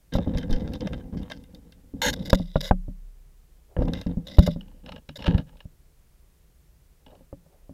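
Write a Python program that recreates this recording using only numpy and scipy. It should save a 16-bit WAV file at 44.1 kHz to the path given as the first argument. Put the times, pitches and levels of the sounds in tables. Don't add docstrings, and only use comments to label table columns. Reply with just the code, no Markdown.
import sys
import numpy as np
from scipy import signal
from scipy.fft import rfft, irfft
from scipy.io import wavfile
from scipy.ndimage import uniform_filter1d

SR = 44100
rng = np.random.default_rng(int(sys.argv[2]) if len(sys.argv) > 2 else 0)


def generate_wav(signal):
    frames = np.transpose(np.atleast_2d(signal))
    scaled = np.clip(frames, -1, 1) * 32767
    pcm = np.round(scaled).astype(np.int16)
    wavfile.write(sys.argv[1], SR, pcm)


N = 340893
TIME = np.arange(N) / SR
TOUCHDOWN_S, SETTLE_S = 4.3, 4.6


def undb(db):
    return 10 ** (np.asarray(db) / 20)


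def unit(x):
    return x / np.sqrt(np.mean(x ** 2))


def burst(x, seconds):
    return x / np.sqrt(np.mean(x[:int(seconds * SR)] ** 2))


def add(out, start_s, x):
    i = max(int(start_s * SR), 0)
    out[i:i + len(x)] += x[:N - i]


def colour(x, points):
    hz, db = np.transpose(points)
    f = np.maximum(np.arange(N // 2 + 1) * SR / N, 1)
    gain = undb(np.interp(np.log(f), np.log(hz), db))
    return irfft(rfft(x) * gain, N)


def band(x, hz, kind, order=2):
    return signal.sosfilt(signal.butter(order, hz, kind, fs=SR, output="sos"), x)


def resonate(x, modes, gains):
    out = 0
    for gain, (hz, width, db) in zip(gains, modes):
        section = np.concatenate(signal.iirpeak(hz, hz / width, SR))
        out = out + gain * undb(db) * signal.sosfilt([section, section], x + 1e-18)
    return out


def roam(x, modes, rate, spread_db):
    gains = [undb(spread_db * walk(rate)) for _ in modes]
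    return unit(resonate(x, modes, gains))


def ring(t, modes, tilt_db, detune, scatter_db):
    out = 0
    chances = rng.standard_normal((len(modes), 2))
    for (hz, db, t60), (size, shift) in zip(modes, chances):
        gain = undb(db + scatter_db * size + tilt_db * np.log2(hz / modes[0][0]))
        decay = np.exp(-np.log(1000) * t / t60)
        out = out + gain * decay * np.sin(2 * np.pi * hz * (1 + detune * shift) * t)
    return out


def walk(rate):
    k = int(SR / rate)
    steps = np.repeat(rng.standard_normal(N // k + 1), k)
    return 1.2 * uniform_filter1d(steps, k)[:N]


def slips(rate, spread_db):
    happens = rng.random(N) < rate / SR
    sign = rng.choice([-1, 1], N)
    size = undb(spread_db * np.minimum(rng.exponential(size=N), 4))
    return happens * sign * size


def strokes(rows, attack_s, release_s, sag_db_per_s, axis=2):
    gain = np.zeros(N)
    for row in rows:
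        start_s, length, db = row[0], row[1], row[axis]
        t = TIME[:int((length + 10 * release_s) * SR)]
        rise = np.minimum(t / attack_s, 1)
        release = np.exp(-np.maximum(t - length, 0) / release_s)
        add(gain, start_s, undb(db - sag_db_per_s * t) * rise * release)
    return gain


# t/s, thump level/dB, housing ring level/dB, hard clack level/dB
BLOWS = [(0.153, -15.5, -24.5, -28), (0.185, -52, -31, -30.5), (0.273, -48, -25.5, -39.5),
         (.353, -18, -29.5, -41), (1.156, -52, -31, -63), (1.938, -37, -35.5, -55),
         (2.33, -8.5, -21, -16.5), (2.398, -31, -29, -40.5), (2.5574, -15.5, -27.5, -22),
         (2.7106, -9.5, -25, -18.5), (2.882, -30, -39, -52.5), (3.766, -27, -37, -33.5),
         (3.788, -14, -30, -40), (3.82, -19, -36, -31), (3.846, -22.5, -36, -56), (3.880, -22.5, -53, -37),
         (4.063, -24.5, -28.5, -43), (4.171, -22, -29.5, -50.5), (4.385, -4, -19.5, -21.5),
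         (4.388, -6, -15.5, -28), (4.476, -24.5, -25, -25.5), (4.561, -40, -34, -45.5),
         (5.09, -48, -40.5, -59), (5.279, -15.5, -20.5, -37), (5.347, -12, -27.5, -54),
         (5.39, -30, -39.5, -43), (5.654, -33.5, -52, -61), (7.208, -67, -58, -57),
         (7.328, -36.5, -45.5, -43), (7.463, -62, -65, -63), (7.694, -46, -43, -52)]
# f/Hz, level/dB, t60/s
HOUSING_MODES = [(93, -1, 0.022), (113, -0.5, 0.067), (171.2, 7.5, 0.18), (171.2, -8, 0.47),
                 (235, -7, 0.013), (254.7, 5.5, 0.11), (283, -16, 0.071)]
# f/Hz, level/dB, t60/s
WALL_MODES = [(546, -3.5, 0.12), (570, 0.5, 0.13), (611, 3, 0.045), (734, -0.5, 0.039), (810, -3.5, 0.039),
              (950, -1, 0.022), (1170, -12.5, 0.036), (1376, -14.5, 0.047), (1631, -12.5, 0.022),
              (2800, -18.5, 0.012)]
CONTACT_MS = 6.3
WALL_DAMPING_S = .03
WALL_TILT_DB = 3
FULL_CLACK_DB, DULLING_DB = -19.5, 0.4
CRACK_DB = -27


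def knocks():
    out, t = np.zeros(N), TIME[:SR // 2]
    push = np.sin(np.pi * np.minimum(t * 1000 / CONTACT_MS, 1)) ** 2
    for start_s, thump_db, ring_db, clack_db in BLOWS:
        rebound_hz = [24, 65] if start_s < TOUCHDOWN_S else [42, 120]
        rebound = band(push, rebound_hz, "band", order=1)
        thump = burst(rebound + undb(-5) * band(push, 57, "high"), 0.0059)

        rattle = band(rng.standard_normal(len(t)), [80, 260], "band", order=3) * np.exp(-t / 0.013)
        housing = ring(t, HOUSING_MODES, tilt_db=-2, detune=0.075, scatter_db=3.5)
        housing = housing * (1 - np.exp(-t / 0.0025))
        body = burst(housing, 0.034) + undb(-6.0) * burst(rattle, 0.06)

        tilt_db = WALL_TILT_DB + DULLING_DB * (clack_db - FULL_CLACK_DB)
        wall = ring(t, WALL_MODES, tilt_db=tilt_db, detune=.025, scatter_db=4.5)
        wall = wall * np.exp(-t / WALL_DAMPING_S) * np.minimum(t / .001, 1)
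        crack = band(rng.standard_normal(len(t)), [450, 1400], "band", order=2) * np.exp(-t / 0.01)
        clack = burst(wall, .02) + undb(CRACK_DB) * burst(crack, .02)

        add(out, start_s, undb(thump_db) * thump + undb(ring_db) * body - undb(clack_db) * clack)
    return out


# t/s, level/dB
TREMBLES = [(2.401, -33.5), (2.559, -28.5), (2.712, -26.5), (4.391, -33), (5.349, -47)]
# f/Hz, level/dB, t60/s
TREMBLE_MODES = [(32.68, 3.5, 1.3), (181.5, -11, .45)]


def trembling():
    out = np.zeros(N)
    for start_s, db in TREMBLES:
        tremble = ring(TIME[:2 * SR], TREMBLE_MODES, tilt_db=2.5, detune=0.013, scatter_db=1.5)
        add(out, start_s, undb(db) * tremble)
    unevenness = undb(3 * np.tanh(walk(14)) - 1)
    return out * unevenness


# t/s, length/s, groan level on stone/dB, crunch level of gravel/dB
SEABED_DRAGS = [(.12, 0.099, -24.5, -39), (.25, 0.23, -28.5, -46.5), (.49, 0.27, -24.5, -44),
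                (.8, 0.069, -26.5, -48), (.895, 0.084, -30, -48.5), (.97, 0.13, -37.5, -69),
                (1.12, .12, -31, -48.5), (1.25, 0.19, -40.5, -59), (1.47, 0.88, -47, -69.5),
                (1.95, 0.19, -43, -74), (2.05, 0.29, -30.5, -69), (3.77, .16, -23, -49),
                (3.93, 0.088, -35.5, -44), (4.065, 0.063, -28.5, -57), (4.17, 0.35, -42, -76.5),
                (4.57, 0.22, -49, -59), (4.83, 0.15, -42.5, -46.5), (5.175, 0.18, -38.5, -41),
                (5.24, 0.033, -41, -32.5), (5.285, .11, -30, -45.5), (5.45, .15, -57, -58.5),
                (7.055, .15, -52.5, -58.5)]
# t/s, length/s, level/dB
RIG_LURCHES = [(0.497, 0.077, -14)]
# f/Hz, level/dB
GROAN_COLOUR = [(50, -23), (100, -12), (150, 2), (185, 8.5), (220, 1), (265, 5.5), (320, -4), (400, -16),
                (505, -0.5), (620, -21), (800, -17), (1200, -36), (2000, -40), (5000, -76.5)]
# f/Hz, level/dB
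SHUDDER_COLOUR = [(15, -9), (35, 1), (60, 3.5), (110, -1), (150, -11.5), (250, -60.5), (1000, -100)]
DRAG_ATTACK_S, DRAG_RELEASE_S, DRAG_SAG_DB_PER_S = 0.017, 0.02, 17.5
SHUDDER_DB = -5.5


def rubbing():
    groan = unit(colour(slips(rate=500, spread_db=-1.0), GROAN_COLOUR)) * undb(-4.0 + 2 * walk(30))
    shudder = unit(colour(rng.standard_normal(N), SHUDDER_COLOUR)) * undb(SHUDDER_DB)
    pressure = strokes(SEABED_DRAGS, DRAG_ATTACK_S, DRAG_RELEASE_S, DRAG_SAG_DB_PER_S)
    out = (groan + shudder) * pressure
    for start_s, length, db in RIG_LURCHES:
        turn = np.linspace(0, 1, int(length * SR))
        add(out, start_s, undb(db) * np.sin(3 * np.pi * turn) * np.sin(np.pi * turn) ** .5)
    return out


# f/Hz, width/Hz, level/dB
SIDE_RESONANCES = [(640, 170, 1), (880, 700, 0), (1330, 300, -5.5), (1580, 210, 3), (2040, 100, 1.5),
                   (2800, 300, -3), (3100, 180, -0.5), (3678, 320, 0.5), (4390, 200, -18), (4920, 1500, -9)]
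# f/Hz, width/Hz, level/dB
BASE_RESONANCES = [(563, 165, 10), (847, 205, 5.5), (1257, 220, -3), (1650, 180, 0), (2210, 150, -19),
                   (2914, 270, -5), (2940, 1260, -6), (3720, 170, -10.5), (4170, 130, -14.5),
                   (5360, 180, -16.5)]


def gravel():
    grains = slips(rate=300, spread_db=3.5) * undb(5 * np.tanh(walk(55)))
    side = roam(grains, SIDE_RESONANCES, rate=30, spread_db=4)
    base = roam(grains, BASE_RESONANCES, rate=30, spread_db=4)
    crunch = band(np.where(TIME < SETTLE_S, side, base), 6800, "low")
    pressure = strokes(SEABED_DRAGS, DRAG_ATTACK_S, DRAG_RELEASE_S, DRAG_SAG_DB_PER_S, axis=3)
    return crunch * pressure * undb(-4.5)


# t/s, level/dB, sharpness (0 to 1)
GRIT_SNAPS = [(0.1365, -25.5, 0.7), (0.3726, -25.5, 0.3), (0.382, -26, 0.6), (0.4288, -30, 0.03),
              (0.5074, -32, 0.86), (0.5268, -26, 0.57), (0.7346, -30.5, 0.88), (0.806, -28.5, 0),
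              (0.871, -22.5, 0), (0.931, -24.5, 0), (0.941, -33, 0), (1.2294, -41, 0.9),
              (1.2993, -30, 0.05), (1.3113, -28, 0), (1.3173, -20.5, 0.2), (1.437, -43.5, 0.94),
              (1.5468, -38.5, 0.74), (1.7213, -40.5, 0.8), (3.8234, -38, 0), (3.881, -31, 0),
              (3.9338, -21, 0.5), (4.0127, -25, 0.5), (4.066, -36, 0), (4.6087, -33.5, 0.44),
              (4.8608, -34, 0.13), (4.8905, -30, 0.15), (4.9197, -32, 0.4), (4.9606, -31.5, 0.1),
              (5.0897, -30, 0.44), (5.2225, -28, 0.4), (5.241, -24.5, 0.3), (5.268, -28, .7),
              (5.379, -21, 0.28), (5.5692, -51, 1), (5.604, -35, 0.33), (7.0631, -40.5, 0.24),
              (7.105, -53, 0.6), (7.151, -45.5, .2), (7.191, -61, 0.1)]
# f/Hz, width/Hz, level/dB
SLIDE_RESONANCES = [(553, 120, -0.5), (1000, 230, -18.5), (1580, 250, -18.5), (2026, 130, -10.5),
                    (2960, 170, -13.5), (3760, 580, -3.5), (4370, 550, -15), (4830, 950, -11),
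                    (6600, 890, -30.5), (9950, 530, -23.5), (12000, 1100, -23.5)]
EDGE_DB, SHARP_EDGE_DB, BURIED_DB = -43, 23, -4.5
BLUNT_TILT_DB, SHARP_TILT_DB = 0, 9.5


def grit():
    out, t = np.zeros(N), TIME[:SR // 20]
    for start_s, db, sharpness in GRIT_SNAPS:
        sunk = start_s >= SETTLE_S
        modes, muffle_db = (BASE_RESONANCES, BURIED_DB) if sunk else (SIDE_RESONANCES, 0)
        decay = np.exp(-t / 0.0019) + undb(-24.5) * np.exp(-t / 0.018)
        crumble = rng.standard_normal(len(t)) * decay * (1 - np.exp(-t / 0.00069))

        tilt_db = BLUNT_TILT_DB + SHARP_TILT_DB * sharpness
        scatter_db = 3 * rng.standard_normal(len(modes))
        octaves = np.log2(np.array(modes)[:, 0] / modes[0][0])
        snap = resonate(crumble, modes, undb(scatter_db + tilt_db * octaves))
        snap = snap / np.abs(snap).max()

        treble = resonate(crumble, SLIDE_RESONANCES, np.ones(len(SLIDE_RESONANCES)))
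        edge = burst(band(treble, 6030, "high", order=4), 0.015)
        edge_db = EDGE_DB + SHARP_EDGE_DB * sharpness + muffle_db
        add(out, start_s, undb(db) * (undb(-2.5) * snap + undb(edge_db) * edge))
    return out


# t/s, length/s, level/dB
SMOOTH_SLIDES = [(2.12, .57, -49), (4.25, 0.281, -45)]
# t/s, length/s, level/dB
SHELL_JERKS = [(0.135, 0.043, -41.5), (2.127, 0.018, -29.5), (2.247, 0.041, -42.5), (2.296, .012, -26.5),
               (2.329, 0.0081, -25), (2.345, 0.013, -29.5), (2.605, 0.014, -32.5), (2.614, 0.095, -37.5),
               (3.956, 0.059, -56.5), (4.269, 0.0071, -39), (4.385, 0.012, -26.5), (4.419, 0.022, -43),
               (4.461, 0.016, -28.5), (5.154, 0.026, -40), (5.178, .045, -55)]
# f/Hz, width/Hz, level/dB
HARD_RESONANCES = [(500, 13, 8), (576.7, 55, 1), (877, 190, -1.5), (1615, 330, 0), (2064, 110, 4.5),
                   (3000, 940, -7), (3580, 300, -3.5), (4150, 110, 2.5), (4345, 34, 0.5), (5453, 540, -9.5),
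                   (6530, 600, -6), (9600, 600, -18), (12360, 170, -7)]
SLIDE_ATTACK_S, SLIDE_RELEASE_S, SLIDE_SAG_DB_PER_S = .03, 0.016, 14


def sliding():
    catching = undb(7 * np.tanh(walk(170)) + 2.5 * np.tanh(walk(35)) - 2)
    jerks = np.zeros(N)
    for start_s, length, db in SHELL_JERKS:
        add(jerks, start_s, undb(db) * signal.windows.tukey(int(length * SR), .6))
    chatter = slips(rate=2200, spread_db=3.5)
    hiss = roam(chatter, SLIDE_RESONANCES, rate=60, spread_db=2.5)

    pressure = strokes(SMOOTH_SLIDES, SLIDE_ATTACK_S, SLIDE_RELEASE_S, SLIDE_SAG_DB_PER_S)
    light = pressure * catching * band(hiss, 7000, "low", order=1)
    shell = unit(resonate(chatter, HARD_RESONANCES, np.ones(len(HARD_RESONANCES))))
    bite = undb(-0.5) * hiss + undb(-11) * shell
    crunch = undb(-15) * unit(band(chatter, 5700, "low", order=1))
    return light + jerks * undb(1.2 * np.tanh(walk(300))) * (bite + crunch)


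# t/s, length/s, level/dB
HARSH_SCRAPES = [(2.017, 0.082, -23)]
RASP_ATTACK_S, RASP_RELEASE_S, RASP_SAG_DB_PER_S = 0.0011, 0.0067, 40.5


def rasp():
    chatter = slips(rate=4000, spread_db=2.5) * undb(2 * np.tanh(walk(400)))
    shell = roam(chatter, HARD_RESONANCES, rate=40, spread_db=1.5)
    crunch = unit(band(chatter, 2400, "low", order=1))
    pressure = strokes(HARSH_SCRAPES, RASP_ATTACK_S, RASP_RELEASE_S, RASP_SAG_DB_PER_S)
    return (shell + undb(-13.5) * crunch) * pressure


# t/s, length/s, level/dB
WATER_SWISHES = [(3.48, 0.1, -71), (3.66, 0.055, -62), (7.06, .12, -55), (7.41, 0.37, -61.5)]
# f/Hz, level per Hz/dB
WATER_COLOUR = [(12, -36), (20, -3), (70, -6), (88, -19), (150, -16), (228, -29.5), (410, -28.5),
                (459, -29.5), (759, -36), (1060, -38), (1610, -40), (1760, -39.5), (3740, -43),
                (14300, -42.5), (16000, -46)]
WATER_DB = -56.5
SWISH_ATTACK_S, SWISH_RELEASE_S, SWISH_SAG_DB_PER_S = 0.055, 0.048, 30


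def water():
    noise = unit(colour(rng.standard_normal(N), WATER_COLOUR)) * undb(WATER_DB)
    surge = band(noise, 600, "low") * (undb(2 * walk(4.4)) - 1) * 0.65
    drift = strokes(WATER_SWISHES, SWISH_ATTACK_S, SWISH_RELEASE_S, SWISH_SAG_DB_PER_S)
    wash = unit(band(rng.standard_normal(N), [350, 700], "band"))
    swish = wash * drift * undb(-2.5 + 6.2 * walk(25))
    return noise + surge + swish


def scene():
    blows = knocks() + trembling()
    contact = rubbing() + gravel() + grit() + sliding() + rasp()
    return (blows + contact + water())[None]


TOP_HZ = 15700


def record(dry):
    rounded = dry / (1 + dry ** 6) ** (1 / 6)
    return signal.sosfilt(signal.ellip(8, .2, 70, TOP_HZ, fs=SR, output="sos"), rounded)


dry = scene()
out = record(dry)
generate_wav(out)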